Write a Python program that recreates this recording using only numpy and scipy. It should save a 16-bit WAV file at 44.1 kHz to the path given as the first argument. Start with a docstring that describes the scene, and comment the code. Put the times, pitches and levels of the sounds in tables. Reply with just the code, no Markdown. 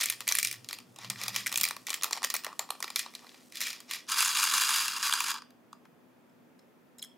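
"""In a quiet room, small plastic stones are worked out of a film bag and drop into a plastic tray on a mat.
The tray is then lifted and shaken so the stones rattle, and a finger nudges a few of them.
Each knock is a short burst of spiky contacts that rings the tray's modes, with patter of small stones around it.
Random creases make the film rustle; shaped noise makes the room tone, the low throbbing hum, a drone and the echo."""
import sys
import numpy as np
from scipy import signal
from scipy.io import wavfile

SR = 44100
rng = np.random.default_rng(int(sys.argv[2]) if len(sys.argv) > 2 else 0)


def file_out(sig):
    """Save sig as 16-bit WAV at sys.argv[1]."""
    # one column per channel
    cols = np.atleast_2d(sig).T
    # limit, then scale
    lim = np.clip(cols, -1, 1)
    pcm = np.round(lim * 32767).astype(np.int16)
    wavfile.write(sys.argv[1], SR, pcm)


N = 316197

# Room tone spectrum. 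Each row: frequency in Hz, relative band gain in dB.
ROOM_TONE_SPECTRUM = [(18, -90), (30, -62.5), (135, -9.5), (212, -5), (248, -4.5), (2340, -24.5),
                      (3970, -34), (4530, -33.5), (9730, -39), (15200, -35.5), (16500, -44)]
ROOM_TONE_DB = -61.5
# Likeness of the two ears in the room tone. Each row: frequency in Hz, left-right likeness (1 is mono).
EAR_LIKENESS = [(60, 0.27), (380, 0.38), (2380, 0.25), (15000, 0.53)]
# Low hum passing outside. Each row: time in seconds, level in dB of the lower and of the upper resonance
# at the crest of the throb.
HUM_SWELL = [(0.0, -72, -72.5), (0.6, -60.5, -76), (0.85, -68, -66), (1.115, -52.5, -59),
             (1.56, -59.5, -55.5), (1.9, -75.5, -72.5)]
# Room resonances that catch the hum. Each row: frequency in Hz, width in Hz of one pass.
HUM_RESONANCES = [(118, 16), (194, 20)]
THROBS_PER_S, THROB_CREST_S, THROB_HALF_DEPTH_DB = 4.2, 1.125, 2.5
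# Steady faint drone in the room. The one row: frequency in Hz, width in Hz of one pass, level in dB.
ROOM_DRONE = (246, 23, -69.5)
# Decay of the room echo. Each row: frequency in Hz, time to fall by 60 dB in seconds.
ECHO_DECAY = [(700, 0.35), (3000, 0.33), (12000, 0.18)]
ROOM_ECHO_DB = -11

# Film bag rustling faintly in the fingers and on the mat. Each row: time in seconds, level in dB.
FILM_RUSTLE = [(0.0, -55.5), (0.9, -71), (1.2, -60), (1.8, -63.5), (2.2, -66), (3.3, -64), (4.0, -69),
               (4.3, -81.5)]
CREASES_PER_S, FILM_LOW_HZ, FILM_HIGH_HZ = 4000, 2500, 10000

# Stones sliding as the bag is worked and the tray pushed.
# Each row: start in seconds, hold in seconds, relative level in dB.
STONE_SLIDES = [(0.0, 0.016, -27.5), (1.012, 0.037, -43.5), (1.189, 0.057, -37.5), (1.344, 0.057, -35.5),
                (2.978, 0.0079, -34), (3.21, 0.2, -58.5), (3.549, 0.031, -43), (3.617, 0.063, -31),
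                (3.904, 0.04, -35.5), (3.698, 0.053, -44.5)]
SLIDE_RISE_DB_PER_S, SLIDE_FALL_DB_PER_S = 697, 250
# Strength of the shaking. Each row: time in seconds, relative level in dB.
SHAKE_STRENGTH = [(4.072, -47), (4.085, -35), (4.125, -27), (4.15, -34), (4.19, -23.5), (4.23, -25.5),
                  (4.34, -29.5), (4.378, -27), (4.44, -25), (4.51, -29), (4.525, -25.5), (4.66, -26),
                  (4.777, -26), (4.922, -35.5), (5.005, -33), (5.05, -27.5), (5.173, -32), (5.31, -31),
                  (5.335, -42), (5.385, -44), (5.395, -62)]
# Knocks of stones on the tray that stand out. Each row: time in seconds, relative level in dB,
# thud in dB (the weight of the lows).
STONE_KNOCKS = [(0.0095, -22, -15.5), (0.031, -24.5, -18.5), (0.0365, -18.5, -23), (0.0575, -19.5, -18),
                (0.0858, -27, -19.5), (0.099, -17, -24), (0.123, -27, -13.5), (0.136, -36, -14),
                (0.2052, -22, -6), (0.27, -30, -7), (0.277, -16.5, -18.5), (0.288, -15.5, -21),
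                (0.311, -23, -11), (0.3144, -19, -2), (0.3221, -14, -25.5), (0.3512, -13.5, -17.5),
                (0.37, -22, -19), (0.3856, -12.5, -28), (0.4284, -17, -34.5), (0.444, -27, -40),
                (0.4476, -18, -29), (0.4712, -18.5, -40), (0.485, -38, -34), (0.512, -25.5, -38),
                (0.5266, -26, -27), (0.54, -31, -16.5), (0.6444, -35, -10), (0.6875, -23, -19),
                (0.709, -28.5, -7), (0.7282, -20, -19), (0.786, -33.5, -10), (0.8013, -39.5, -6.5),
                (0.9605, -35.5, 1), (0.9862, -33, -1.5), (1.045, -30.5, -5), (1.0996, -18.5, -7),
                (1.158, -36, -4.5), (1.214, -24, -7), (1.2353, -26, -10), (1.261, -30, -6),
                (1.2807, -16.5, -11), (1.291, -28, -7), (1.3438, -27.5, -12), (1.351, -28, -8),
                (1.361, -15, -12.5), (1.461, -22.5, -13), (1.467, -17, -23.5), (1.4753, -25.5, -20),
                (1.493, -28.5, -10), (1.517, -26.5, -8.5), (1.5252, -19, -9), (1.541, -20, -11),
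                (1.5573, -16.5, -19), (1.5743, -17.5, -14), (1.582, -21, -24), (1.6, -23.5, -12),
                (1.6109, -13.5, -16), (1.633, -15.5, -16), (1.6385, -16.5, -27.5), (1.6512, -21, -16),
                (1.6765, -25.5, -5.5), (1.686, -20, -19), (1.7083, -21.5, -6.5), (1.7648, -29, 0.5),
                (1.8676, -21.5, -28.5), (1.884, -31, -2.5), (1.893, -22.5, -12.5), (1.9032, -16, -11),
                (1.9292, -24, -8), (1.941, -18.5, -19), (2.011, -33.5, 1), (2.0221, -23, -8),
                (2.0335, -16.5, -15.5), (2.0421, -15.5, -4.5), (2.109, -24.5, 0.5), (2.125, -25, 2),
                (2.1295, -15.5, -7.5), (2.155, -33.5, -5), (2.1655, -29, -1), (2.173, -27, -3),
                (2.179, -34, -3), (2.219, -34, 4.5), (2.2295, -21.5, -7), (2.2347, -27, -6),
                (2.24, -17.5, -0.5), (2.245, -14, -9), (2.301, -19.5, -17.5), (2.34, -15, -4),
                (2.347, -20, -6), (2.3516, -20.5, -9), (2.364, -20.5, -17), (2.436, -31, -4),
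                (2.4455, -20.5, -5.5), (2.465, -24.5, 5), (2.5276, -42, 13.5), (2.5925, -15, -2),
                (2.6897, -41, 10), (2.704, -22.5, 0), (2.751, -38.5, 7), (2.8033, -27.5, -0.5),
                (2.8257, -17.5, -9), (2.842, -24, -4), (2.878, -29.5, -3.5), (2.902, -27.5, -4),
                (2.959, -15, -17.5), (2.992, -20.5, -32.5), (3.0617, -33, 2), (3.137, -39, -6),
                (3.1503, -28.5, -17), (3.1914, -40.5, -6), (3.244, -46, 8), (3.2673, -41, -0.5),
                (3.2915, -40.5, -10), (3.343, -41.5, -4.5), (3.522, -35, -17), (3.555, -35, -31.5),
                (3.5698, -29.5, -32), (3.605, -24.5, -16), (3.6133, -21, -19), (3.703, -29, -18),
                (3.729, -31.5, -19), (3.803, -34, -11), (3.893, -44, -8), (3.91, -27.5, -19),
                (3.935, -25.5, -22), (3.957, -35, -12.5), (4.067, -48, -2), (4.09, -28.5, -11),
                (4.097, -25, -8), (4.1826, -20, -8.5), (4.2048, -18.5, -10.5), (4.2572, -19.5, -11),
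                (4.3, -25, -10.5), (4.313, -23.5, -14), (4.3492, -29.5, -8), (4.3707, -19, -7.5),
                (4.397, -24, -8.5), (4.43, -23, -11), (4.438, -15, -8.5), (4.471, -26, -7),
                (4.4972, -27, -11), (4.521, -23.5, -9), (4.5375, -22, -8), (4.6091, -23.5, -10.5),
                (4.6167, -16, -10.5), (4.6894, -25.5, -8), (4.7057, -20.5, -9.5), (4.7586, -21, -9.5),
                (4.8096, -22, -10), (4.8804, -20, -11.5), (4.9638, -23.5, -6.5), (5.027, -19, -6),
                (5.0706, -34, -10.5), (5.0943, -23, -6), (5.125, -17.5, -10), (5.1357, -15, -7),
                (5.2037, -14.5, -7), (5.2402, -23.5, -8), (5.283, -21.5, -6), (5.3039, -19.5, -8.5),
                (5.341, -28, -4), (5.353, -38, 3), (5.3605, -39, -1), (5.4197, -37.5, 3),
                (5.5051, -45, -15.5), (5.7285, -38, 9), (5.852, -57.5, 15), (6.2946, -58, -4.5),
                (6.591, -50.5, -16), (6.9832, -42, -23.5), (6.992, -35.5, -25), (7.0184, -40.5, -30),
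                (7.0245, -31.5, -30), (7.0372, -39, -25), (7.0455, -41, -20)]
# every knock on the lying tray sets its neighbours skittering
SKITTER_DB, SETTLE_DB_PER_S = -21.5, 380
THUD_DAMPS = 0.18   # dB of skitter lost per dB of thud: dull blows stir less
LIFTED_FROM_S, HELD_FROM_S = 4.05, 5.8

# Tray resonances damped by the mat. Each row: frequency in Hz, width in Hz, relative level in dB.
LYING_MODES = [(1125, 190, 0.5), (1925, 323, 4), (2370, 140, 5.5), (3240, 140, -5.5), (3620, 110, -13.5),
               (4213, 370, 1.5), (4590, 150, 1.5), (5310, 61, -7.5), (6220, 170, -8.5), (6260, 100, -3.5),
               (7237, 130, -2.5), (9430, 300, -4.5), (11630, 130, -9)]
# Tray resonances free in the hand. Each row: frequency in Hz, width in Hz, relative level in dB.
LIFTED_MODES = [(838, 23, -14.5), (1080, 250, -3.5), (1553, 222, 1), (2446, 202, 1), (2740, 120, 2),
                (3317, 120, -3.5), (3960, 71, -6), (4840, 106, 0.5), (5355, 60, -1), (6190, 120, 0),
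                (6970, 150, -5.5), (8150, 155.5, -4.5), (10020, 1050, -4), (11760, 170, -5.5)]
# Tray resonances while held still. Each row: frequency in Hz, width in Hz, relative level in dB.
HELD_MODES = [(1400, 330, -7), (3340, 100, -5), (4040, 200, -6), (5320, 150, -6.5), (6350, 150, -9),
              (6890, 160, -15), (10800, 1800, -13.5)]
# Dense unresolved modes under the lying peaks. Each row: frequency in Hz, relative band gain in dB.
LYING_DENSE = [(180, -52), (300, -13.5), (1210, 2), (1550, -13), (2000, -8.5), (3090, 0.5), (4690, -2.5),
               (14900, -8.5), (16500, -22)]
# Dense unresolved modes under the lifted and held peaks. Each row: frequency in Hz, relative band gain in dB.
LIFTED_DENSE = [(470, -36.5), (800, -6.5), (1100, 7), (2040, -2.5), (4770, -7), (5840, -0.5), (9820, -5),
                (15100, -11), (16500, -29)]

CUTOFF_HZ = 16700   # everything above lies at least 60 dB down


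def from_db(db):
    """Decibels to gain."""
    return 10 ** (np.asarray(db) / 20)


def rms_one(x):
    """Scale to unit rms."""
    return x / np.sqrt(np.mean(x ** 2) + 1e-20)


def in_time(rows, at):
    """Curve columns read at the given samples; far below hearing outside the rows."""
    s, *columns = np.transpose(rows)
    return [np.interp(at / SR, s, column, left=-150, right=-150) for column in columns]


def at_hz(points, hz):
    """Read a spectrum table on a log-frequency axis."""
    table_hz, values = np.array(points).T
    return np.interp(np.log(hz), np.log(table_hz), values)


def resonance(x, hz, width):
    """Two-pole band-pass with gain 1 on top: the wider it is, the faster its ring dies."""
    r = np.exp(-np.pi * width / SR)
    feedback = [1, -2 * r * np.cos(2 * np.pi * hz / SR), r * r]
    return signal.lfilter([(1 - r * r) / 2, 0, (r * r - 1) / 2], feedback, x)


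def filtered(x, order, hz, kind):
    """Butterworth filter along the last axis."""
    return signal.sosfilt(signal.butter(order, hz, kind, fs=SR, output="sos"), x)


def bands(low, high, count):
    """Centres and band-pass filters that tile a range evenly in log pitch."""
    edges = np.geomspace(low, high, count + 1)
    return [(np.sqrt(a * b), signal.butter(2, [a, b], "band", fs=SR, output="sos"))
            for a, b in zip(edges, edges[1:])]


def room_tone():
    """Steady stereo noise, each band with its own level and likeness of the ears."""
    out = 0
    white = rng.standard_normal((2, 2, N))
    for k, (hz, sos) in enumerate(bands(30, 17500, count=20)):
        mid, side = signal.sosfilt(sos, white[k % 2])   # neighbouring bands draw on different noise
        alike = np.clip(at_hz(EAR_LIKENESS, hz), -1, 1)
        stereo = np.sqrt(1 + alike) * mid + np.sqrt(1 - alike) * side * [[1], [-1]]
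        out = out + from_db(at_hz(ROOM_TONE_SPECTRUM, hz)) * stereo
    return from_db(ROOM_TONE_DB) * rms_one(out)


def hum():
    """Noise ringing in narrow low resonances: two that swell, throb and fade, one that stays."""
    throb = np.cos(2 * np.pi * THROBS_PER_S * (np.arange(N) / SR - THROB_CREST_S))
    throb_db = THROB_HALF_DEPTH_DB * (throb - 1)
    levels = [db + throb_db for db in in_time(HUM_SWELL, np.arange(N))] + [ROOM_DRONE[2]]
    modes = list(HUM_RESONANCES) + [ROOM_DRONE[:2]]
    out = 0
    for db, mode in zip(levels, modes):
        ringing = resonance(resonance(rng.standard_normal(N), *mode), *mode)
        out = out + from_db(db) * rms_one(ringing)
    return out


def room_echo(x, side_db):
    """Reflections as noise that dies band by band, mostly alike at both ears."""
    t = np.arange(SR // 2) / SR
    white = rng.standard_normal((2, len(t)))
    tail = sum(signal.sosfilt(sos, white) * from_db(-60 * t / at_hz(ECHO_DECAY, hz))
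               for hz, sos in bands(297, 16330, count=8))
    build_up = np.clip(t / 0.0024, 0, 1)   # over the first reflections
    tail *= build_up / np.sqrt(np.sum(tail[0] ** 2))
    x = filtered(x, 1, 900, "high")   # little of the lows reaches the walls
    mid, side = signal.fftconvolve(x[None], tail, axes=1)[:, :N]
    side = from_db(side_db) * filtered(side, 2, [3000, 11000], "band")
    return np.array([mid + side, mid - side])


def bag():
    """Dense tiny creases of thin film, bright, partly different at the two ears."""
    strike = rng.random((2, N)) < CREASES_PER_S / SR
    strength = rng.standard_normal((2, N)) * from_db(2.5 * np.minimum(rng.exponential(1, (2, N)), 3))
    creases = strike * strength
    mid, side = rms_one(filtered(creases, 1, (FILM_LOW_HZ, FILM_HIGH_HZ), "band"))
    level_db, = in_time(FILM_RUSTLE, np.arange(N))
    return from_db(level_db) * (mid + from_db(-13.0) * side * [[1], [-1]])


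def slides():
    """Level in dB of the sliding stones: rise, hold, fall."""
    t = np.arange(N) / SR
    curves = []
    for start_s, hold_s, db in STONE_SLIDES:
        rise_db = SLIDE_RISE_DB_PER_S * np.maximum(start_s - t, 0)
        fall_db = SLIDE_FALL_DB_PER_S * np.maximum(t - start_s - hold_s, 0)
        curves.append(db - rise_db - fall_db)
    return np.max(curves, axis=0)


def skitter(knocks):
    """Level in dB of the small stones: a dying stir after every knock."""
    s, level_db, thud_db = knocks.T
    power = np.full(N, 1e-18)
    power[(s * SR).astype(int)] = from_db(2 * (level_db + SKITTER_DB - THUD_DAMPS * thud_db))
    keep_per_sample = from_db(-2 * SETTLE_DB_PER_S / SR)
    return 10 * np.log10(signal.lfilter([1], [1, -keep_per_sample], power))


def small_knocks(stir_db, knocks, per_s, spread_db, offset_db, thud_drop_db):
    """Random contacts with a long-tailed strength, the weight of their lows set against the knocks around them."""
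    chance, size = rng.random(N), rng.exponential(1, N)
    at = np.flatnonzero((chance < per_s / SR) & (stir_db > -80))   # none where the stir is inaudible
    level_db = stir_db[at] + offset_db + spread_db * np.minimum(size[at], 2.5)
    thud_db = np.interp(at / SR, knocks[:, 0], knocks[:, 2]) - thud_drop_db   # a negative drop adds lows
    return np.column_stack([at / SR, level_db, thud_db])


def tray(knocks, peaks, body, peak_db, chatter_ms, scatter_db, lean_db):
    """A knock is a short chatter of contacts; it drives each mode and band with a strength of its own."""
    s, level_db, thud_db = np.transpose(knocks)
    at = np.clip(np.round(s * SR).astype(int), 0, N - 1)
    # hard blows are bright; broad, thudding ones are dull
    crack_db = 0.25 * (level_db + 26.5) - 0.25 * np.maximum(thud_db + 23.0, 0)
    crack_db = crack_db + rng.normal(0, 2.0, len(at))

    # uneven, spiky touches under an envelope that rises over 0.8 ms and fades with the chatter
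    touch_gain = from_db(2.7 * np.minimum(rng.exponential(1, N), 4))
    contact = rms_one(rng.choice([-1., 1.], N) * touch_gain)
    fade, rise = np.exp(-1000 / (np.array([chatter_ms, .8]) * SR))
    envelope_feedback = np.convolve([1, -fade], [1, -rise])

    # ringing peaks first, then bands for the dense modes
    parts = [(hz, width, db + peak_db) for hz, width, db in peaks]
    parts += [(hz, sos, at_hz(body, hz)) for hz, sos in bands(body[1][0] / 2, 17000, count=14)]
    scatter, lean = rng.standard_normal((2, len(at), len(parts)))
    out = np.zeros((2, N))
    for k, (hz, shape, db) in enumerate(parts):
        low = at_hz([(1200, 1), (2000, 0)], hz)    # share of the thud
        high = at_hz([(5000, 0), (9000, 1)], hz)   # share of the crack
        wide = hz > 2500
        blows = np.full((2 if wide else 1, N), 1e-18)
        blow_db = level_db + db + low * (thud_db + 3.5) + high * crack_db + scatter_db * scatter[:, k]
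        gain = from_db(blow_db)
        np.add.at(blows[0], at, gain)
        if wide:   # high modes radiate unevenly to the sides, by a random lean for each blow
            np.add.at(blows[1], at, gain * from_db(lean_db) * lean[:, k])
        force = contact * signal.lfilter([1 - rise], envelope_feedback, blows)
        rung = resonance(force, hz, shape) if np.isscalar(shape) else signal.sosfilt(shape, force)
        mid, side = rung[0], rung[1:].sum(axis=0)
        out += (-1) ** k * (mid + side * [[1], [-1]])   # neighbouring parts in opposite phase
    return out


def stones():
    """Single knocks and the random patter: the tray lies, is shaken, then held still."""
    knocks = np.array(STONE_KNOCKS)
    drops = knocks[knocks[:, 0] < LIFTED_FROM_S]
    rattles = knocks[knocks[:, 0] >= LIFTED_FROM_S]
    shake_db, = in_time(SHAKE_STRENGTH, np.arange(N))
    skittering = small_knocks(skitter(drops), drops, per_s=1100, spread_db=4.5, offset_db=-10.0, thud_drop_db=-2.5)
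    sliding = small_knocks(slides(), drops, per_s=2500, spread_db=3.5, offset_db=-17.0, thud_drop_db=1.0)
    shaking = small_knocks(shake_db, rattles, per_s=2200, spread_db=3.5, offset_db=-13.5, thud_drop_db=1.5)
    on_mat = np.vstack([drops, skittering, sliding])
    in_hand = np.vstack([rattles, shaking])
    still = in_hand[:, 0] > HELD_FROM_S

    lying = tray(on_mat, LYING_MODES, LYING_DENSE,
                 peak_db=3.0, chatter_ms=0.89, scatter_db=3.5, lean_db=-18.0)
    shaken = tray(in_hand[~still], LIFTED_MODES, LIFTED_DENSE,
                  peak_db=4.5, chatter_ms=0.92, scatter_db=3.5, lean_db=-16.0)
    held = tray(in_hand[still], HELD_MODES, LIFTED_DENSE,
                peak_db=20.5, chatter_ms=3.1, scatter_db=5.5, lean_db=-25.0)
    # a small free tray radiates almost nothing below its first mode
    lifted = filtered(shaken + from_db(-9.5) * held, 8, 820, "high")
    return from_db(4.5) * lying + from_db(4.0) * lifted


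def scene():
    """Tray near the microphone, its room echo, the bag and the background."""
    near = stones()
    echo = room_echo(near.mean(axis=0), side_db=-6.0)
    return near + from_db(ROOM_ECHO_DB) * echo + bag() + room_tone() + hum()


def record(dry):
    """The sharpest peaks are rounded, the top is cut."""
    ceiling = .4
    rounded = ceiling * np.tanh(dry / ceiling)
    return signal.sosfilt(signal.cheby2(12, 60, CUTOFF_HZ, fs=SR, output="sos"), rounded)


dry = scene()
out = record(dry)
file_out(out)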